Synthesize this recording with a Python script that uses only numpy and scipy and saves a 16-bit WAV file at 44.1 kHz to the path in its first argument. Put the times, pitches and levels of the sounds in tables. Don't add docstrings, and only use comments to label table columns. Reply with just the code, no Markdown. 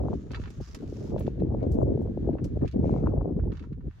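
import sys
import numpy as np
from scipy import signal
from scipy.fft import rfft, irfft, next_fast_len
from scipy.io import wavfile
from scipy.ndimage import map_coordinates

SR = 44100
rng = np.random.default_rng(int(sys.argv[2]) if len(sys.argv) > 2 else 0)


def digitize_waveform(pressure):
    field = np.atleast_2d(pressure).T
    bounded = np.clip(field, -1, 1)
    quanta = np.round(bounded * 32767).astype(np.int16)
    wavfile.write(sys.argv[1], SR, quanta)


N = 176400
STEP_ALIKE = 0.24

# time in seconds, level in dB.
GUST_LEVEL = [(0.0, -33.5), (0.14, -32), (0.2, -43.5), (0.29, -48), (0.33, -34.5), (0.35, -50),
              (0.4, -40.5), (0.45, -58.5), (0.48, -37), (0.52, -53.5), (0.61, -43), (0.65, -71), (0.7, -49),
              (0.72, -67), (0.74, -41.5), (0.78, -46.0), (0.84, -35), (0.88, -42.0), (1.0, -43.5),
              (1.05, -32), (1.08, -37.5), (1.16, -32), (1.21, -34), (1.32, -35.5), (1.34, -45.5),
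              (1.42, -29.5), (1.48, -34), (1.95, -28.5), (2.16, -35), (2.19, -32.5), (2.21, -30.5),
              (2.28, -35), (2.31, -36.5), (2.35, -27), (2.39, -39), (2.46, -31.5), (2.49, -46.5),
              (2.55, -31), (2.59, -45.5), (2.63, -22), (2.66, -36.5), (2.69, -53), (2.72, -63), (2.74, -34),
              (2.92, -26.5), (2.99, -32.5), (3.01, -29), (3.32, -33), (3.34, -40), (3.39, -31.0),
              (3.41, -39), (3.51, -31.5), (3.59, -66), (3.61, -42.0), (3.7, -49.5), (3.72, -44.5),
              (3.76, -63.5), (3.78, -40.5), (3.81, -57.5), (3.88, -39.5), (3.91, -74), (3.99, -64)]


def amp(db):
    return 10 ** (np.asarray(db) / 20)


def unit(x):
    return x / np.sqrt(np.mean(x ** 2) + 1e-20)


def along(points, hz):
    freqs, values = np.transpose(points)
    return np.interp(np.log(hz + 1), np.log(freqs + 1), values)


def curve(rows):
    return np.interp(np.arange(N) / SR, *np.transpose(rows))


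def wobble(per_s, size=N):
    return map_coordinates(rng.standard_normal(8192), [np.arange(size) * per_s / SR], mode="wrap")


def filtered(x, response):
    n = x.shape[-1]
    padded = next_fast_len(n + 4096)
    return irfft(rfft(x, padded) * response(np.fft.rfftfreq(padded, 1 / SR)), padded)[..., :n]


def pan(db):
    return amp(np.array([[db], [-db]]))


def noise(spectrum, alike, tilt_db=0, size=N):
    def colour(hz):
        width = np.arccos(np.clip(along(alike, hz), -1, 1)) / 2
        octaves = np.log2(np.maximum(hz, 500) / 500)
        return amp(along(spectrum, hz) + tilt_db * octaves) * [np.cos(width), np.sin(width)]
    mid, side = filtered(rng.standard_normal((2, size)), colour)
    return unit(np.array([mid + side, mid - side]))


def add(out, start, x):
    i = int(np.clip(round(start * SR), 0, N - 1))
    out[:, i:i + x.shape[-1]] += x[..., :N - i]


def wind():
    # time in seconds, level in dB.
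    rumble_level = [(0.0, -29), (0.18, -35), (0.2, -44), (0.45, -31.0), (0.52, -49.5), (0.62, -30.5),
                    (0.65, -50), (0.76, -38.5), (0.78, -49.5), (0.86, -40.5), (1.05, -39.5), (1.13, -31),
                    (1.35, -36), (1.57, -26.5), (1.6, -34.0), (1.72, -26.5), (1.97, -37), (2.06, -31),
                    (2.16, -35), (2.18, -37), (2.34, -28), (2.39, -41), (2.42, -28.5), (2.49, -32.5),
                    (2.58, -29.5), (2.71, -40.5), (2.79, -25.5), (2.82, -35), (2.86, -28.5), (3.06, -29.5),
                    (3.1, -25.5), (3.15, -33.5), (3.22, -22.5), (3.25, -36.5), (3.49, -27), (3.52, -37),
                    (3.83, -38.5), (3.87, -31.5), (3.92, -47), (3.99, -45)]
    flutter_level = [(0.0, -34), (0.14, -36.5), (0.17, -64), (0.33, -44), (0.45, -60), (0.48, -55.5),
                     (0.52, -70), (0.61, -50.0), (0.63, -68.5), (0.77, -57.5), (0.78, -66.5), (0.83, -48),
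                     (0.88, -49), (0.92, -55), (0.94, -57.5), (1.2, -32.5), (1.24, -54), (1.28, -55),
                     (1.33, -73.5), (1.42, -39), (1.48, -45), (1.54, -32), (1.6, -41), (1.64, -30),
                     (1.69, -43.0), (1.83, -28), (1.84, -46), (1.88, -30), (1.97, -46.5), (2.07, -38.5),
                     (2.11, -52), (2.13, -54), (2.15, -68), (2.29, -33), (2.52, -61), (2.57, -38),
                     (2.6, -61), (2.62, -30), (2.65, -28.5), (2.67, -69), (2.72, -90.5), (2.74, -40.5),
                     (3.01, -32.5), (3.21, -35.5), (3.29, -39.5), (3.31, -40.5), (3.41, -57.5), (3.47, -36),
                     (3.55, -74), (3.64, -64), (3.76, -83), (3.78, -61.5), (3.82, -87), (3.87, -49),
                     (3.9, -82), (3.99, -76)]
    # frequency in Hz, level in dB.
    rumble_tone = [(18, -28.5), (30, -10.5), (38, -8), (50, 1.5), (68, 2.5), (105, -0.5), (160, -6),
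                   (260, -37.5), (500, -78), (1200, -120)]
    buffet_tone = [(50, -20.5), (110, -3), (170, -0.5), (310, -3), (450, -8.5), (650, -32), (1000, -46),
                   (2000, -85.5), (4000, -120)]
    flutter_tone = [(200, -23), (400, -0.5), (600, -1), (850, -14), (1200, -29), (1550, -43), (2100, -58.5),
                    (4000, -84.5), (7000, -120)]
    # frequency in Hz, likeness from 0 to 1.
    alike = [(50, 0.86), (250, 0.76), (600, 0), (1500, 1)]
    rumble = amp(curve(rumble_level)) * noise(rumble_tone, alike)
    lumps = amp(4 * wobble(per_s=110))
    buffet = amp(curve(GUST_LEVEL)) * unit(lumps * noise(buffet_tone, alike))
    flicker = amp(5.5 * wobble(per_s=130))
    flutter = amp(curve(flutter_level) - 4.5) * unit(flicker * noise(flutter_tone, alike))
    return pan(db=-.2) * rumble + pan(db=.2) * buffet + pan(db=3.5) * flutter


def eddy(hz, cycles, phases):
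    t = np.arange(int(.085 * SR)) / SR
    age = t * hz / cycles / 1.653
    swell = age ** 4 * np.exp(4 * (1 - age))
    falling_tone = np.sin(2 * np.pi * cycles * 3 * np.log1p(age / 2) + phases[:, None])
    return pan(db=1.32 * np.log2(hz / 210)) * swell * falling_tone


def eddies():
    # start in
    # seconds, peak in dB, rough starting pitch in Hz, length in cycles.
    puffs = [(.058, -33.5, 660, 2.3), (.084, -25.5, 1190, 1.1), (0.131, -20.5, 330, 1),
             (.130, -27.5, 1200, 1.3), (0.397, -28, 440, 0.81), (.609, -25.5, 530, 0.78),
             (0.836, -31, 524, 1.86), (.924, -26.5, 636, 1.26), (1.142, -25.5, 870, 1.5),
             (1.161, -27.5, 1145, 2.55), (1.204, -22, 148, 1.2), (1.278, -17, 760, 0.97),
             (1.405, -25.5, 230, 0.96), (1.42, -19, 750, 1.12), (1.547, -24, 906, 0.98),
             (1.622, -24.5, 355, 0.77), (1.638, -23, 940, 1.65), (1.771, -24, 720, 1.22),
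             (1.787, -10.5, 580, .7), (1.814, -16.5, 184, 1.67), (1.816, -22.5, 1176, 1.85),
             (1.826, -39, 1160, 1), (1.829, -22, 602, 1.76), (1.836, -19.5, 173.5, 1.5),
             (1.876, -19.5, 560, 1.2), (1.881, -19.5, 149, 1.4), (1.921, -17.5, 454, 0.88),
             (2.016, -27.5, 770, 0.95), (2.073, -40, 1190, 0.87), (2.273, -17.5, 626, 1.55),
             (2.289, -22.5, 790, 1.55), (2.293, -17, 525, 1.1), (2.303, -18.5, 310, 0.88),
             (2.329, -21.5, 380, 0.69), (2.352, -27, 844, 1.4), (2.571, -20.5, 600, 1),
             (2.622, -25, 458, 0.48), (2.633, -26, 700, 0.98), (2.636, -30, 1200, 0.96),
             (2.644, -19, 178.4, 1.2), (2.646, -22.5, 880, 1.15), (2.748, -28, 690, 1.6),
             (2.755, -18, 388, 2), (2.79, -15, 408, 1.47), (2.798, -20.5, 157, 1.6),
             (2.817, -27.5, 263, 1.06), (2.835, -35.5, 1180, 1.4), (2.855, -19.5, 813, 1.4),
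             (2.894, -23.5, 1225, 1.37), (2.906, -18.5, 546, 1.12), (2.94, -23, 870, 0.55),
             (2.963, -19, 615, 0.4), (3.036, -17.5, 337, 1.4), (3.061, -36, 1590, 0.98),
             (3.0699, -26.5, 1746, 2.1), (3.072, -18.5, 462, 1.3), (3.137, -27.5, 865, 1.9),
             (3.176, -16, 152.4, 0.78), (3.211, -31.5, 1290, 1.14), (3.217, -25.5, 787, 0.62),
             (3.256, -19, 780, 1), (3.306, -22.5, 490, 1.5), (3.364, -15.5, 263, 0.53),
             (3.459, -27.5, 606, 1.17), (3.618, -34.5, 400, 1.6), (3.718, -27, 304, 1.35),
             (3.778, -40, 432, 1.8), (3.877, -31, 517, 1.56)]
    eddies_per_s, tries, typical_gust_db = 100, 1600, -30.5
    out, gust_db = np.zeros((2, N)), curve(GUST_LEVEL)
    chances, scatter = rng.random((tries, 3)), rng.standard_normal((tries, 3))
    for (when, luck, turn), (size, pitch, skew) in zip(chances, scatter):
        if luck < eddies_per_s * N / SR / tries:
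            db = gust_db[int(when * N)]
            hz = 470 * np.exp(.3 * pitch + .013 * (db - typical_gust_db))
            gain = amp(db - 6 + 10 * min(size, 1.5))
            phases = 2 * np.pi * turn + .28 * np.array([skew, -skew])
            add(out, when * N / SR, gain * eddy(hz, cycles=1.176, phases=phases))
    for start, db, hz, cycles in puffs:
        phases = rng.uniform(0, 2 * np.pi) + rng.normal(0, .5, 2)
        add(out, start, amp(db) * eddy(hz, cycles, phases))
    return out


def veer(x):
    # time in seconds, lead in seconds.
    left_lead = [(0, .0001), (.75, .0001), (1.25, -.0002), (1.75, .0007), (2.25, 0), (2.75, .00065),
                 (3.25, -0.00013), (3.75, .0001)]
    shift = curve(left_lead) * SR / 2
    return np.array([map_coordinates(channel, [np.arange(N) + side * shift], mode="nearest")
                     for channel, side in zip(x, (1, -1))])


def open_air():
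    # time in seconds, level in dB.
    level = [(0, -72.5), (1.25, -68), (1.5, -70.5), (2.9, -69), (3.15, -74.5), (3.8, -76), (4, -67)]
    # frequency in Hz, level in dB.
    tone = [(100, -6), (700, 2), (1700, 5), (2200, -2.5), (3600, -4.5), (5200, -11), (6600, -11),
            (8700, -24.5), (10300, -24), (12000, -23), (13000, -33.5), (16000, -39.5)]
    return amp(curve(level) + wobble(per_s=7.6)) * noise(tone, alike=[(1000, .034)])


def whine():
    centre_hz, width_hz = 12000, 170
    band = lambda hz: np.exp(-.5 * ((hz - centre_hz) / width_hz) ** 2)
    return amp(db=-95) * unit(filtered(rng.standard_normal((2, N)), band))


def scuffs():
    # start in seconds, length in seconds, level in dB,
    # brightness in dB per octave, pitch of the rasp in Hz, boost of the rasp in dB.
    slides = [(0, 0.84, -69.5, -0.5, 6500, 3.5), (0.324, 0.27, -68, 0.5, 6300, 2.5),
              (0.6, 0.15, -60.5, 0.5, 5200, 8), (0.74, 0.16, -65, 0.5, 6300, -3),
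              (0.872, 0.26, -63, 1.5, 5450, 4), (1.151, 0.15, -67, 2, 2520, 9),
              (1.584, 0.076, -66, -6, 2200, 11), (1.715, 0.13, -75, 5, 4800, -9),
              (2.444, 0.064, -68.5, 0, 6500, -1), (2.644, 0.051, -62, -3, 2370, 10.5),
              (2.827, 0.2, -67, 0.5, 2240, 12.5), (2.891, 0.055, -65.5, 2.5, 2430, 12.5),
              (2.966, 0.16, -66.5, 0.5, 1330, 19), (3.511, 0.16, -64, -4, 1380, 2.5)]
    # frequency in Hz, level in dB.
    tone = [(400, -6.5), (1200, 13), (2000, 5), (3300, 4), (5200, 2), (6600, 3), (8000, -7), (9000, -33.5),
            (10200, -9.5), (11800, -11.5), (13500, -29), (15200, -16)]
    rise_share, fall_s, rasp_octaves = .18, .025, .18
    out, t = np.zeros((2, N)), np.arange(SR * 3 // 4) / SR
    for start, length, db, tilt, rasp_hz, rasp_db in slides:
        swell = np.sqrt(np.clip(t / length / rise_share, 0, 1))
        fade = np.exp(-np.maximum(t - length + fall_s, 0) / fall_s)
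        rub = noise(tone, [(1000, STEP_ALIKE)], tilt, size=len(t))
        rasp = lambda hz: amp(rasp_db * np.exp(-.5 * (np.log2((hz + 1) / rasp_hz) / rasp_octaves) ** 2))
        add(out, start, amp(db) * swell * fade * unit(filtered(rub, rasp)))
    grit = unit(amp(3.5 * wobble(per_s=450) + wobble(per_s=40)))
    return out * grit


def slab_clacks():
    # start in seconds, level in dB,
    # seconds to fade by 60 dB, brightness in dB per octave.
    knocks = [(.134, -52.5, 0.06, 7), (0.307, -40, 0.037, 0.5), (0.316, -41, 0.056, 11.5),
              (0.334, -34, 0.065, -2.5), (0.3455, -23.5, 0.037, 0.5), (.359, -39, 0.035, 5),
              (.371, -36, 0.042, -11), (0.396, -43, 0.06, 1), (0.417, -43.5, 0.038, 1),
              (0.437, -41.5, 0.088, 1), (0.457, -36, 0.038, -1), (0.475, -37.5, 0.032, -1.5),
              (1.181, -44.5, 0.044, 4), (1.207, -43.5, 0.027, 4), (1.266, -42.5, 0.035, 5),
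              (1.290, -64, .03, 4), (1.399, -50, 0.024, 6), (1.605, -53, 0.043, -6), (1.628, -50, 0.045, 6),
              (2.331, -47.5, 0.024, -1), (2.384, -42, 0.046, -8.5), (2.615, -40.5, 0.044, -16.5),
              (2.656, -48.5, 0.047, 1.5), (2.676, -43, 0.066, 8), (2.712, -51, 0.039, 12),
              (2.723, -48.5, 0.061, 9), (3.04, -47.5, 0.03, -14), (3.071, -43, 0.056, -10.5),
              (3.396, -43, 0.039, -11.5), (3.440, -55, .03, -21), (3.511, -53, 0.046, -5),
              (3.519, -42, 0.064, 0), (3.553, -46.5, 0.02, 4), (3.569, -44.5, 0.046, 4),
              (3.594, -44, 0.05, 4), (3.626, -50, 0.037, 2.5), (3.64, -43.5, 0.039, -11),
              (3.727, -51, 0.045, 1), (3.807, -53, 0.055, -8), (3.91, -53.5, 0.066, -2.5)]
    # frequency in Hz, level in dB.
    crack_tone = [(300, -25.5), (900, 6), (1500, 10.5), (2100, 3), (2700, 1.5), (4200, -5.5), (6500, -17.5),
                  (8500, -33.5), (12000, -45.5), (16000, -53)]
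    # pitch in Hz, level in dB, seconds to fade by 60 dB.
    slab_notes = [(960, -6.5, 0.031), (1334, 2.5, 0.05), (1480, -9, .05), (1790, 4, 0.039),
                  (2270, -2.5, 0.086), (2430, -11, 0.039), (2663, -1, 0.07), (3530, -7.5, 0.075),
                  (4034, -5, 0.056), (4540, -9.5, 0.08)]
    out, t = np.zeros((2, N)), np.arange(SR // 5) / SR
    rise = 1 - np.exp(-t / .0003)
    for start, db, fade_s, tilt in knocks:
        crack = noise(crack_tone, [(1000, STEP_ALIKE)], tilt, size=len(t)) * amp(-60 * t / fade_s)
        crunch = amp(3 * wobble(per_s=600, size=len(t)))
        ring = np.zeros((2, len(t)))
        for hz, level, ring_s in slab_notes:
            note_db = level + rng.normal(0, 1.4) + tilt * np.log2(hz / 2000)
            phase = 2 * np.pi * hz * rng.normal(1, .015) * t + rng.uniform(0, 2 * np.pi, (2, 1))
            ring += amp(note_db - 60 * t / ring_s) * np.sin(phase)
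        add(out, start, amp(db - 9) * rise * (crack * crunch + amp(db=-12) * ring))
    return out


def chip_ticks():
    # start in seconds, level in dB,
    # seconds to fade by 60 dB, brightness in dB per octave.
    ticks = [(.503, -43.5, 0.028, -5), (0.611, -52.5, 0.019, 6.5), (.746, -32, 0.041, -6),
             (0.919, -60.5, 0.016, 5), (1.192, -43, 0.057, 12.5), (1.716, -49.5, 0.081, 4.5),
             (1.741, -54.5, 0.032, 0), (1.828, -43.5, 0.011, 7), (2.016, -66.5, 0.12, 6),
             (2.441, -43.5, 0.058, -3)]
    # frequency in Hz, level in dB.
    tone = [(500, -7.5), (1500, -5), (3500, -0.5), (5800, 5.5), (8000, 2), (9000, -13), (11500, 3),
            (13500, -26.5), (15500, -7.5)]
    out, t = np.zeros((2, N)), np.arange(SR // 5) / SR
    rise = 1 - np.exp(-t / .0013)
    for start, db, fade_s, tilt in ticks:
        burst = noise(tone, [(1000, STEP_ALIKE)], tilt, size=len(t))
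        add(out, start, amp(db - 4.5 - 60 * t / fade_s) * rise * burst)
    return out


def wall_echo(x):
    delay_s, fade_s = .005, .06
    t = np.arange(SR // 3) / SR
    tail = rng.standard_normal((2, len(t))) * amp(-60 * t / fade_s) * (t > delay_s)
    return signal.fftconvolve(x, tail / np.linalg.norm(tail[0]), axes=1)[:, :N]


def scene():
    steps = pan(db=-1.5) * (slab_clacks() + chip_ticks() + scuffs())
    air = open_air()
    return steps + amp(db=-8) * wall_echo(steps) + veer(wind() + eddies()) + air + whine()


def record(dry):
    return filtered(dry, lambda hz: hz < 15850)


dry = scene()
out = record(dry)
digitize_waveform(out)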